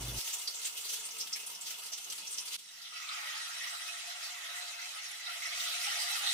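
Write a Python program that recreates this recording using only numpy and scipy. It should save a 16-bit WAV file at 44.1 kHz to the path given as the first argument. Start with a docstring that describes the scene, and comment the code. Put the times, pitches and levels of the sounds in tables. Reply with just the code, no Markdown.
"""Hot oil sputters in a pot on a gas stove, heard from across a tiled kitchen: steam spits are pitched noise puffs in spray.
Vegetable paste is scraped in; the sputter thins out and a dense fizz of random pops builds in the pot's resonances,
swelling when it is stirred. Snaps, short ringing pips, swells of bubbling and hissing, spatula rubs and bumps join in.
A low noise murmur and a narrow-band drone lie beneath; a low appliance hum sounds for the first moment only."""
import sys
import numpy as np
from scipy import signal
from scipy.fft import rfft, irfft, next_fast_len
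from scipy.io import wavfile
from scipy.ndimage import map_coordinates

SR = 44100
rng = np.random.default_rng(int(sys.argv[2]) if len(sys.argv) > 2 else 0)


def persist_wave(psi):
    """Save psi, clipped to +-1, as 16-bit WAV."""
    counts = np.round(np.clip(psi, -1, 1) * 32767).astype(np.int16)
    wavfile.write(sys.argv[1], SR, np.atleast_2d(counts).T)


N = 279241
TIME = np.arange(N) / SR
SIZE = next_fast_len(N + SR // 2)
FREQ = np.maximum(np.arange(SIZE // 2 + 1) * SR / SIZE, 1)

SPOTS = 3   # sounding places in the pot
PASTE_IN_S, SPREAD_S = 2.566, 0.79   # the paste lands, then spreads over the hot base
# Resonances of the pot and the air in it. Each row: pitch in Hz, width in Hz,
# boost in dB for the bare oil, mean boost in dB for the paste.
POT_MODES = [(593, 31, 0, 6), (702, 21.5, 6.5, 18), (848, 19, -3.5, 11), (927, 44, 6, 1.5),
             (1342, 40.5, 13, 13), (1570, 99, -0.5, 2.5), (1937, 79, -2, 10), (2097, 48, 8, 0.5),
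             (2567, 33, 10, 9), (2912, 38, 4.5, 2), (3080, 56, -2, 0.5), (3420, 43, 8.5, -0.5),
             (3900, 70, 1, 9), (4710, 30, 3, 1), (5480, 110, 4.5, 6), (5870, 150, 6, 2.5)]


def from_db(db):
    """Decibels to gain."""
    return 10 ** (np.asarray(db) / 20)


def rms_one(x):
    """Scale to unit rms."""
    return x / np.sqrt(np.mean(x ** 2) + 1e-20)


def in_time(rows):
    """Each column of a curve, at every sample."""
    s, *columns = np.transpose(rows)
    return [np.interp(TIME, s, c) for c in columns]


def at_hz(points, hz=FREQ):
    """Read a spectrum on a log-frequency axis."""
    f, value = np.transpose(points)
    return np.interp(np.log(hz), np.log(f), value)


def filtered(x, response):
    """Apply a frequency response."""
    return irfft(rfft(np.float32(x), SIZE) * np.complex64(response), SIZE)[..., :N]


def resonance(hz, width_hz):
    """Response of one damped mode, 1 on top."""
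    return 1 / (1 + 1j * (FREQ ** 2 - hz ** 2) / (FREQ * width_hz))


def drift(rate):
    """Slow chance with spread 1, wandering up to rate times a second."""
    step = 50   # samples per slow value
    r = np.exp(-2 * np.pi * step * rate / SR)
    noise = rng.standard_normal(N // step + 502)
    slow = rms_one(signal.lfilter([1], [1, -2 * r, r * r], noise)[500:])
    return np.interp(np.arange(N) / step, np.arange(len(slow)), slow)


def until(s):
    """1 up to a moment, then 0 within a few milliseconds."""
    return np.clip((s - TIME) / .003 + .5, 0, 1)


def ramp(start_s, length_s):
    """0 before a moment, then rising evenly to 1."""
    return np.clip((TIME - start_s) / length_s, 0, 1)


def swell(s, width_s):
    """Bell-shaped rise and fall around a moment."""
    return np.exp(-.5 * ((TIME - s) / width_s) ** 2)


def pops(per_s, spread_db):
    """Tiny bubbles of uneven size burst at random moments, per_s at each spot in the pot."""
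    born = rng.random((SPOTS, N)) < per_s / SR
    sizes = from_db(spread_db * np.minimum(rng.exponential(1, N), 4))
    signs = rng.choice([-1, 1], (SPOTS, N))
    return rms_one(sizes * signs * born)


def clustered(x, spread_db, rate, count=13):
    """Bubbles of like size burst in clusters, so each narrow band flares on its own."""
    centres_hz = np.geomspace(550, 13500, count)
    place = np.float32(np.interp(np.log(FREQ), np.log(centres_hz), np.arange(count)))
    spectrum, out = rfft(np.float32(x), SIZE), 0
    for k in range(count):
        band = irfft(spectrum * np.maximum(1 - np.abs(place - k), 0), SIZE)[:, :N]
        flare = np.float32(rms_one(from_db(spread_db * drift(rate))))
        out = out + band * flare
    return out


def wavering(x, share, rate):
    """Steam and moving food shift the pot's resonances slightly up and down: playback speed drifts."""
    place = np.arange(N) + share * np.cumsum(drift(rate))
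    return np.array([map_coordinates(spot, [place], order=3, mode="mirror") for spot in x])


def pot_response():
    """The nearly empty pot lifts the sound of the oil at its resonances."""
    return np.prod([1 + (from_db(db) - 1) * resonance(hz, width_hz)
                    for hz, width_hz, db, _ in POT_MODES], axis=0)


def oil():
    """Thin simmer of the bare oil: dense pops in the pot, mostly smothered once the paste lands."""
    # Simmer spectrum ahead of the pot. Each row: frequency in Hz, relative density in dB per Hz.
    oil_colour = [(110, -33), (280, -23), (450, -11.5), (600, -14.5), (1000, -9.5), (1650, -12.5),
                  (2450, -8.5), (2900, -0.5), (3300, -5.5), (6500, -4.5), (10000, -6.5), (15500, -11)]
    settled_db, calms_db, calm_s = -44.9, 4, 0.26
    cools_db_per_s, smothered_db = 0.22, -12.5
    level_db = settled_db + calms_db * np.exp(-TIME / calm_s) - cools_db_per_s * TIME
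    simmer = pops(per_s=2200, spread_db=3.8) * from_db(1.3 * drift(rate=60))
    simmer = clustered(simmer, spread_db=2.8, rate=30)
    simmer = filtered(simmer, from_db(at_hz(oil_colour)) * pot_response())
    simmer = rms_one(wavering(simmer, share=.012, rate=5))
    bare = until(PASTE_IN_S)
    return simmer * from_db(level_db) * (bare + (1 - bare) * from_db(smothered_db))


def small_spits(count=80):
    """Faint spits at uneven intervals, pausing while the cold paste spreads."""
    per_s, swell_s, jet_share = 4, 0.0024, 0.26
    mean_db, spread_db = -46, 1.5   # ahead of the jet and spray trims
    middle_hz, spread_octaves = 6500, 0.42
    times_s = np.cumsum(rng.uniform(.3, 1.7, count)) / per_s
    sizes, pitches = rng.standard_normal((2, count))
    rows = zip(times_s, middle_hz * 2 ** (spread_octaves * pitches), mean_db + spread_db * sizes)
    return [(s, swell_s, hz, db, jet_share) for s, hz, db in rows
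            if s < TIME[-1] and not PASTE_IN_S < s < PASTE_IN_S + SPREAD_S]


def spits(jet_trim_db=-2.5, spray_trim_db=2.0, jet_q=3.44):
    """Water flashes to steam: each puff has a pitch of its own, inside a broad spray of droplets."""
    # The louder spits. Each row: time in seconds (3 ms past the peak), swell in seconds, jet pitch in Hz,
    # level in dB ahead of the trims, share of that power in the jet (0-1).
    loud_spits = [(0.188, 0.017, 5640, -35.5, 0.57), (0.211, 0.0037, 4900, -34, 0.73),
                  (0.282, 0.028, 6800, -37, 0.5), (0.311, 0.0075, 5450, -36.5, 0.76),
                  (0.342, 0.01, 6960, -30.5, 0.82), (.398, 0.014, 8160, -37.5, .8),
                  (.421, 0.0059, 7400, -40, 0.3), (0.479, 0.0033, 4700, -26, 0.98),
                  (0.558, 0.01, 7300, -36, 1), (.592, 0.0078, 7000, -38, 1),
                  (0.633, 0.0041, 7500, -38.5, 0.5), (0.659, 0.01, 7400, -29.5, 0.9),
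                  (.675, 0.02, 5000, -37, 0.13), (0.782, 0.0098, 3070, -37, 0.34),
                  (.815, 0.0089, 7500, -37.5, 0.9), (0.863, 0.018, 4150, -37.5, 0.5),
                  (.904, 0.014, 6000, -34.5, 0.63), (0.941, 0.013, 6130, -33.5, 0.4),
                  (.968, 0.0095, 5000, -40, 0), (1.005, 0.024, 6950, -41, 0.87),
                  (1.065, 0.019, 8600, -37, 0.92), (1.113, .004, 6100, -37, 1),
                  (1.19, 0.0046, 8500, -38, 0.4), (1.214, 0.01, 5330, -30, 0.93),
                  (1.275, 0.0033, 3500, -38, 0.67), (1.335, 0.0044, 5340, -27.5, 1),
                  (1.364, 0.0047, 2140, -36, 0.45), (1.471, 0.0035, 9300, -32, 0.9),
                  (1.504, 0.0035, 8040, -39.5, 0.7), (1.556, 0.0065, 5500, -41.5, 0.96),
                  (1.616, 0.0041, 7650, -34, 0.97), (1.636, .004, 6500, -45, 0.3),
                  (1.68, 0.024, 5300, -39, 0.3), (1.712, 0.012, 5560, -37, .3),
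                  (1.8, 0.016, 7500, -47, 0.1), (1.84, 0.0054, 9500, -42, 0.5),
                  (1.868, 0.0087, 6890, -40.5, 0.2), (1.937, 0.01, 5800, -33, 0.93),
                  (1.982, 0.005, 5800, -40.5, 0), (2.047, 0.0068, 6300, -37.5, 0.7),
                  (2.106, .005, 5850, -36, 0.55), (2.126, 0.002, 8000, -33.5, 0.4),
                  (2.16, .006, 7550, -42, 0.5), (2.186, 0.004, 4300, -36, 0.5),
                  (2.275, 0.0033, 5800, -34, 0.9), (2.332, 0.027, 8450, -36, 0.86),
                  (2.388, 0.0089, 5560, -32, 0.79), (2.41, 0.0043, 9000, -38, 0.7),
                  (2.462, 0.0044, 10100, -37, 0.5), (2.484, 0.0072, 5500, -39, 0),
                  (2.552, 0.03, 3900, -37, 0.26), (2.592, 0.0046, 5500, -37, 0.1),
                  (2.822, 0.0039, 4970, -40, 0.84), (2.859, 0.013, 3550, -42.5, 1),
                  (3.093, 0.0054, 3700, -35.5, 1), (4.261, 0.031, 4500, -39.5, 0.64),
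                  (5.606, 0.0059, 3700, -32, 1), (6.195, 0.0033, 7500, -34, 0.5)]
    # Droplet spectrum. Each row: frequency in Hz, relative density in dB per Hz.
    spray_colour = [(120, -52), (400, -17), (1300, -13.5), (2000, -7), (3000, 1), (5500, 0), (8500, 0),
                    (12000, -3), (15500, -5.5)]
    jets, spray_power = np.zeros((SPOTS, N)), np.zeros(N)
    for s, swell_s, hz, db, jet_share in [*loud_spits, *small_spits()]:
        jet_share = np.clip(jet_share, 0, 1)
        span = slice(max(int((s - .08) * SR), 0), int((s + .2) * SR))
        t = TIME[span] - s + .003
        swell_s = max(swell_s, .001)
        fade_s = .005 + .5 * swell_s
        # the puff swells, then dies as the drop is used up
        puff = np.where(t < 0, np.exp(-.5 * (t / swell_s) ** 2), np.exp(-np.abs(t) / fade_s))
        b, a = signal.iirpeak(min(hz, SR / 3), jet_q, fs=SR)
        steam = signal.lfilter(b, a, rng.standard_normal((SPOTS, SR // 3)))
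        steam = rms_one(signal.lfilter(b, a, steam)[:, -len(t):])
        jets[:, span] += from_db(db + jet_trim_db) * np.sqrt(jet_share) * puff * steam
        spray_power[span] += (1 - jet_share) * (from_db(db + spray_trim_db) * puff) ** 2
    spray = clustered(pops(per_s=2400, spread_db=3.2), spread_db=2.3, rate=25)
    spray = rms_one(filtered(spray, from_db(at_hz(spray_colour))))
    return jets + spray * np.sqrt(spray_power)


def dulled(x, from_s=0.72, dull_hz=12000):
    """The bare oil's sputter slowly grows duller: a low-pass fades in."""
    faded_in = ramp(from_s, PASTE_IN_S - from_s)
    dull = filtered(x, 1 / np.sqrt(1 + (FREQ / dull_hz) ** 4))
    return x + faded_in * (dull - x)


def hum(rumble_db=-51, side_db=-12):
    """Motor and mains tones over a soft rumble, stopping short."""
    # Steady tones. Each row: frequency in Hz, level in dB rms.
    hum_tones = [(53.5, -46.5), (102.3, -59), (119.5, -48), (127, -56), (146, -62), (190, -62.5),
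                 (242, -64), (318, -64), (364, -63)]
    # Rumble spectrum. Each row: frequency in Hz, relative density in dB per Hz.
    rumble_colour = [(20, -13), (60, -31), (130, -2.5), (350, 0.5), (470, -5), (750, -4), (1150, -9),
                     (2000, -17), (3500, -18.5)]
    end_s = .19
    tones = sum(from_db(db) * np.sqrt(2) * np.sin(2 * np.pi * (hz * TIME + rng.random()))
                for hz, db in hum_tones)
    mid, side = rms_one(filtered(rng.standard_normal((2, N)), from_db(at_hz(rumble_colour))))
    rumble = mid + from_db(side_db) * np.array([side, -side])
    return (tones + from_db(rumble_db) * rumble) * until(end_s)


def murmur(trim_db=3.5):
    """Low murmur: faint noise of uneven level."""
    # Level curve. Each row: time in seconds, level in dB ahead of the trim and drift.
    murmur_level = [(0.4, -105), (1.0, -81), (2.2, -81), (2.7, -89), (3.7, -87.5), (4.15, -99),
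                    (4.5, -92.5), (6.1, -91)]
    # Murmur spectrum. Each row: frequency in Hz, relative density in dB per Hz.
    murmur_colour = [(40, -36), (110, -36), (150, -1.5), (180, 3), (240, -2.5), (330, 2), (430, -36),
                     (600, -11), (1500, -29)]
    level_db, = in_time(murmur_level)
    level_db = level_db + trim_db + 3 * drift(rate=7)
    noise = rms_one(filtered(rng.standard_normal((2, N)), from_db(at_hz(murmur_colour))))
    return from_db(level_db) * noise


def drone(hz=177.4, width_hz=49):
    """A low, faint drone of narrow-band noise that dies away."""
    # Level curve. Each row: time in seconds, level in dB.
    drone_level = [(.4, -89), (1.4, -80.5), (2.2, -83), (3.3, -83), (3.75, -87), (4.1, -105)]
    level_db, = in_time(drone_level)
    tone = rms_one(filtered(rng.standard_normal((2, N)), resonance(hz, width_hz) ** 2))
    return from_db(level_db) * tone


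def crackle(per_s=39, faint_db=-55.5):
    """Water drops burst in the bare oil with single sharp snaps, the fainter ones at random."""
    # The louder snaps. Each row: time in seconds, impulse height in dB ahead of the colouring.
    loud_snaps = [(0.476, -11), (0.654, -12), (0.902, -22), (1.060, -19), (1.208, -14), (1.331, -24),
                  (1.612, -22), (1.934, -15), (2.048, -27), (2.100, -22), (2.124, -19), (2.274, -19),
                  (2.380, -25)]
    # Snap spectrum. Each row: frequency in Hz, gain in dB.
    snap_colour = [(300, -46), (2000, -10), (4000, 8), (6000, -12), (10000, 0), (15500, -12)]
    clicks = pops(per_s=per_s / SPOTS, spread_db=6.5) * from_db(faint_db) * until(PASTE_IN_S)
    for k, (s, db) in enumerate(loud_snaps):
        clicks[k % SPOTS, int(s * SR)] += from_db(db)
    return filtered(clicks, from_db(at_hz(snap_colour)))


def swells(q=5.1, uneven_db=4.5, uneven_per_s=12):
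    """Brief swells of bubbling and hissing at low to high pitches, uneven, some while stirring."""
    # Each row: time of the height in seconds, swell in seconds, pitch in Hz, level in dB at the height.
    swell_rows = [(.96, 0.063, 440, -63.5), (1.19, 0.035, 450, -61), (3.03, 0.083, 1300, -51.5),
                  (3.22, 0.15, 2340, -51), (3.28, 0.11, 1337, -48), (3.38, 0.041, 880, -57),
                  (3.77, 0.05, 1330, -49.5), (5.45, 0.086, 2080, -50.5), (5.67, 0.1, 1336, -48.5),
                  (6.1, 0.17, 807, -55), (5.68, 0.067, 3570, -44.5), (5.83, .02, 9200, -42),
                  (6.0, 0.029, 4830, -43), (6.08, .04, 2034, -48), (6.29, 0.036, 3750, -37.5)]
    bubbles = pops(per_s=860, spread_db=3.0) * from_db(uneven_db * drift(uneven_per_s))
    return sum(rms_one(filtered(bubbles, resonance(hz, hz / q) ** 2)) * from_db(db) * swell(s, swell_s)
               for s, swell_s, hz, db in swell_rows)


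def boil_levels():
    """Level in dB of each bubble size: up as the paste heats, down as it dries, up again when it is stirred."""
    # Large, middling and fine bubbles. Each row: level in dB once spread, dB lower on landing,
    # wait in seconds before the boil-up, boil-up time in seconds, dB gained by stirring.
    bubble_sizes = [(-48.5, 18, 0.1, 0.58, 3), (-46.2, 11.5, 0.057, 0.42, 5), (-50.5, 7, 0.36, 0.34, 7.5)]
    dries_db_per_s = 1.02
    # stirring brings wet paste down onto the hot base
    stir_s, stir_rise_s, stir_builds_db_per_s = 5.24, 0.42, 4.5
    lags_s = (0, 0, 0.025)   # the finest hiss follows the stirring a little late
    wet_db = (-dries_db_per_s * np.maximum(TIME - PASTE_IN_S - SPREAD_S, 0)
              + stir_builds_db_per_s * np.maximum(TIME - stir_s, 0))
    levels = []
    for (db, landing_db, wait_s, rise_s, stir_db), lag_s in zip(bubble_sizes, lags_s):
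        cold = 1 - ramp(PASTE_IN_S + wait_s, rise_s)
        stirred = ramp(stir_s + lag_s, stir_rise_s)
        levels.append(db + wet_db - landing_db * cold + stir_db * stirred)
    return levels


def pot_ringing(x, waver_db=3.5, wavers_per_s=6):
    """As the paste shifts about, each resonance of the pot comes and goes on its own."""
    spectrum, out = rfft(np.float32(x), SIZE), x
    for hz, width_hz, _, db in POT_MODES:
        ring = irfft(spectrum * np.complex64(resonance(hz, width_hz)), SIZE)[:, :N]
        out = out + ring * (from_db(db) - 1) * rms_one(from_db(waver_db * drift(wavers_per_s)))
    return out


def paste(flutter_db=1.0, flutters_per_s=10):
    """Water boils out of the paste: dense pops ring in the pot, low, middle and high bands boiling up apart."""
    # Fizz spectrum ahead of the pot. Each row: frequency in Hz, relative density in dB per Hz.
    paste_colour = [(120, -60), (400, -31.5), (540, -20.5), (620, -15), (800, -12.5), (1020, -10),
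                    (1220, -3), (1450, -4.5), (1670, -4.5), (2200, -2.5), (2420, -3.5), (3000, 2),
                    (4000, 0), (6300, -3.2), (9500, -5), (12000, -8), (15500, -13.5)]
    bubble_top_hz, fizz_top_hz = 2300, 6500
    above_bubbles, above_fizz = (1 / (1 + (hz / FREQ) ** 8) for hz in (bubble_top_hz, fizz_top_hz))
    shares = [1 - above_bubbles, above_bubbles * (1 - above_fizz), above_fizz]
    grains = pops(per_s=4500, spread_db=3.2) * from_db(.5 * drift(rate=45))
    grains = clustered(grains, spread_db=3.0, rate=16, count=20)
    grains = pot_ringing(filtered(grains, from_db(at_hz(paste_colour))))
    grains = wavering(grains, share=.011, rate=9)
    out = 0
    for share, level_db, uneven in zip(shares, boil_levels(), (1, .5, .5)):   # large bubbles flutter most
        level_db = level_db + uneven * flutter_db * drift(flutters_per_s)
        out = out + rms_one(filtered(grains, np.sqrt(share))) * from_db(level_db)
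    return out * (1 - until(PASTE_IN_S))


def dip(depth_db=-16, recover_s=0.038):
    """The level drops abruptly at one moment, then comes back within about a tenth of a second."""
    since_s = np.maximum(TIME - PASTE_IN_S, 0)
    return from_db(depth_db * (1 - until(PASTE_IN_S)) * np.exp(-since_s / recover_s))


def pings(ring_cycles=24, spread_db=3):
    """Short ringing pips at random moments, each a decaying sine at a pitch of its own."""
    # Spells of pips. Each row: start in seconds, end in seconds, pips per second,
    # lowest pitch in Hz, highest pitch in Hz, level in dB rms over the spell ahead of the high-pass.
    ping_spells = [(2.601, 2.7, 65, 2975, 10400, -57), (2.95, 6.1, 210, 1799, 7494, -51.5),
                   (5.4, 6, 260, 1900, 9970, -44.5)]
    out, t = np.zeros((SPOTS, N)), TIME[:SR // 25]
    for start_s, end_s, per_s, low_hz, high_hz, db in ping_spells:
        length_s = end_s - start_s
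        layer = np.zeros((SPOTS, N + SR))
        for when, pitch, size, spot in rng.random((1000, 4))[:int(per_s * length_s)]:
            hz = low_hz * (high_hz / low_hz) ** pitch
            i = max(int((start_s + when * length_s) * SR), 0)
            gain = from_db(spread_db * min(-np.log(1 - size), 3))
            ring = np.sin(2 * np.pi * hz * t) * np.exp(-hz * t / ring_cycles)
            layer[int(spot * SPOTS), i:i + len(t)] += gain * ring
        out += from_db(db) * np.sqrt(length_s / TIME[-1]) * rms_one(layer[:, :N])
    return filtered(out, 1 / (1 + (900 / FREQ) ** 4))


def spatula(q=9):
    """The rubber blade rubs on the pot: bursts of random slips through one resonance each."""
    # Rubs. Each row: time of the height in seconds, swell in seconds, pitch in Hz, level in dB at the height.
    rubs = [(5.264, 0.0044, 3880, -37), (5.877, 0.0094, 820, -46), (5.901, 0.02, 3060, -43)]
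    slips = pops(per_s=2500, spread_db=2)
    return sum(rms_one(filtered(slips, resonance(hz, hz / q) ** 2)) * from_db(db) * swell(s, swell_s)
               for s, swell_s, hz, db in rubs)


def pushes():
    """Dull, soft bumps of the spatula pushing the paste against the pot: swells of low-pitched pops."""
    # Bumps. Each row: time of the height in seconds, swell in seconds, level in dB at the height.
    bumps = [(5.712, .03, -81), (5.921, 0.031, -67), (6.207, 0.07, -77)]
    # Bump spectrum. Each row: frequency in Hz, relative density in dB per Hz.
    push_colour = [(40, -12), (120, -9), (300, -5), (480, 7), (700, -8), (1200, -17)]
    body = rms_one(filtered(pops(per_s=600, spread_db=2), from_db(at_hz(push_colour))))
    return body * sum(from_db(db) * swell(s, swell_s) for s, swell_s, db in bumps)


def kitchen(x, early_t60_s=0.061, late_t60_s=0.4, late_db=-14, evenness=0.79):
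    """The pot wall hides the direct sound: each side hears its own dense reflections, near tiles, then the room."""
    t = TIME[:SR // 2]
    fading = from_db(-60 * t / early_t60_s) + from_db(late_db - 60 * t / late_t60_s)
    paths = rfft(rng.standard_normal((2, SPOTS, len(t))) * fading, SR)   # microphone side, spot in the pot
    # each side's reflections are partly flattened in spectrum, so no pitch stands out too much
    overall = np.linalg.norm(paths, axis=1, keepdims=True)
    echoes = irfft(paths / overall ** min(evenness, 1), SR)[..., :len(t)]
    echoes /= np.linalg.norm(echoes, axis=(1, 2), keepdims=True)
    return filtered(x, rfft(echoes, SIZE)).sum(axis=1)


def scene():
    """Everything in the pot goes through the kitchen; hum, murmur and drone are added directly."""
    # Stereo balance of the pot. Each row: frequency in Hz, left minus right in dB.
    balance = [(330, 2.5), (770, -.3), (1400, -1.5), (2740, -0.5), (5600, -1.5), (9810, 0), (15000, 0.5)]
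    sputter = dulled(oil() + spits()) + crackle()
    food = swells() + paste() + pings() + spatula() + pushes()
    pot = kitchen(sputter + food) * dip()
    sides = from_db(at_hz(balance) * np.array([[.5], [-.5]]))
    return filtered(pot, sides) + hum() + murmur() + drone()


def record(dry, cutoff_hz=15800):
    """The top is cut steeply, over the last 400 Hz below the cutoff."""
    return filtered(dry, np.clip((cutoff_hz - FREQ) / 400, 0, 1))


dry = scene()
out = record(dry)
persist_wave(out)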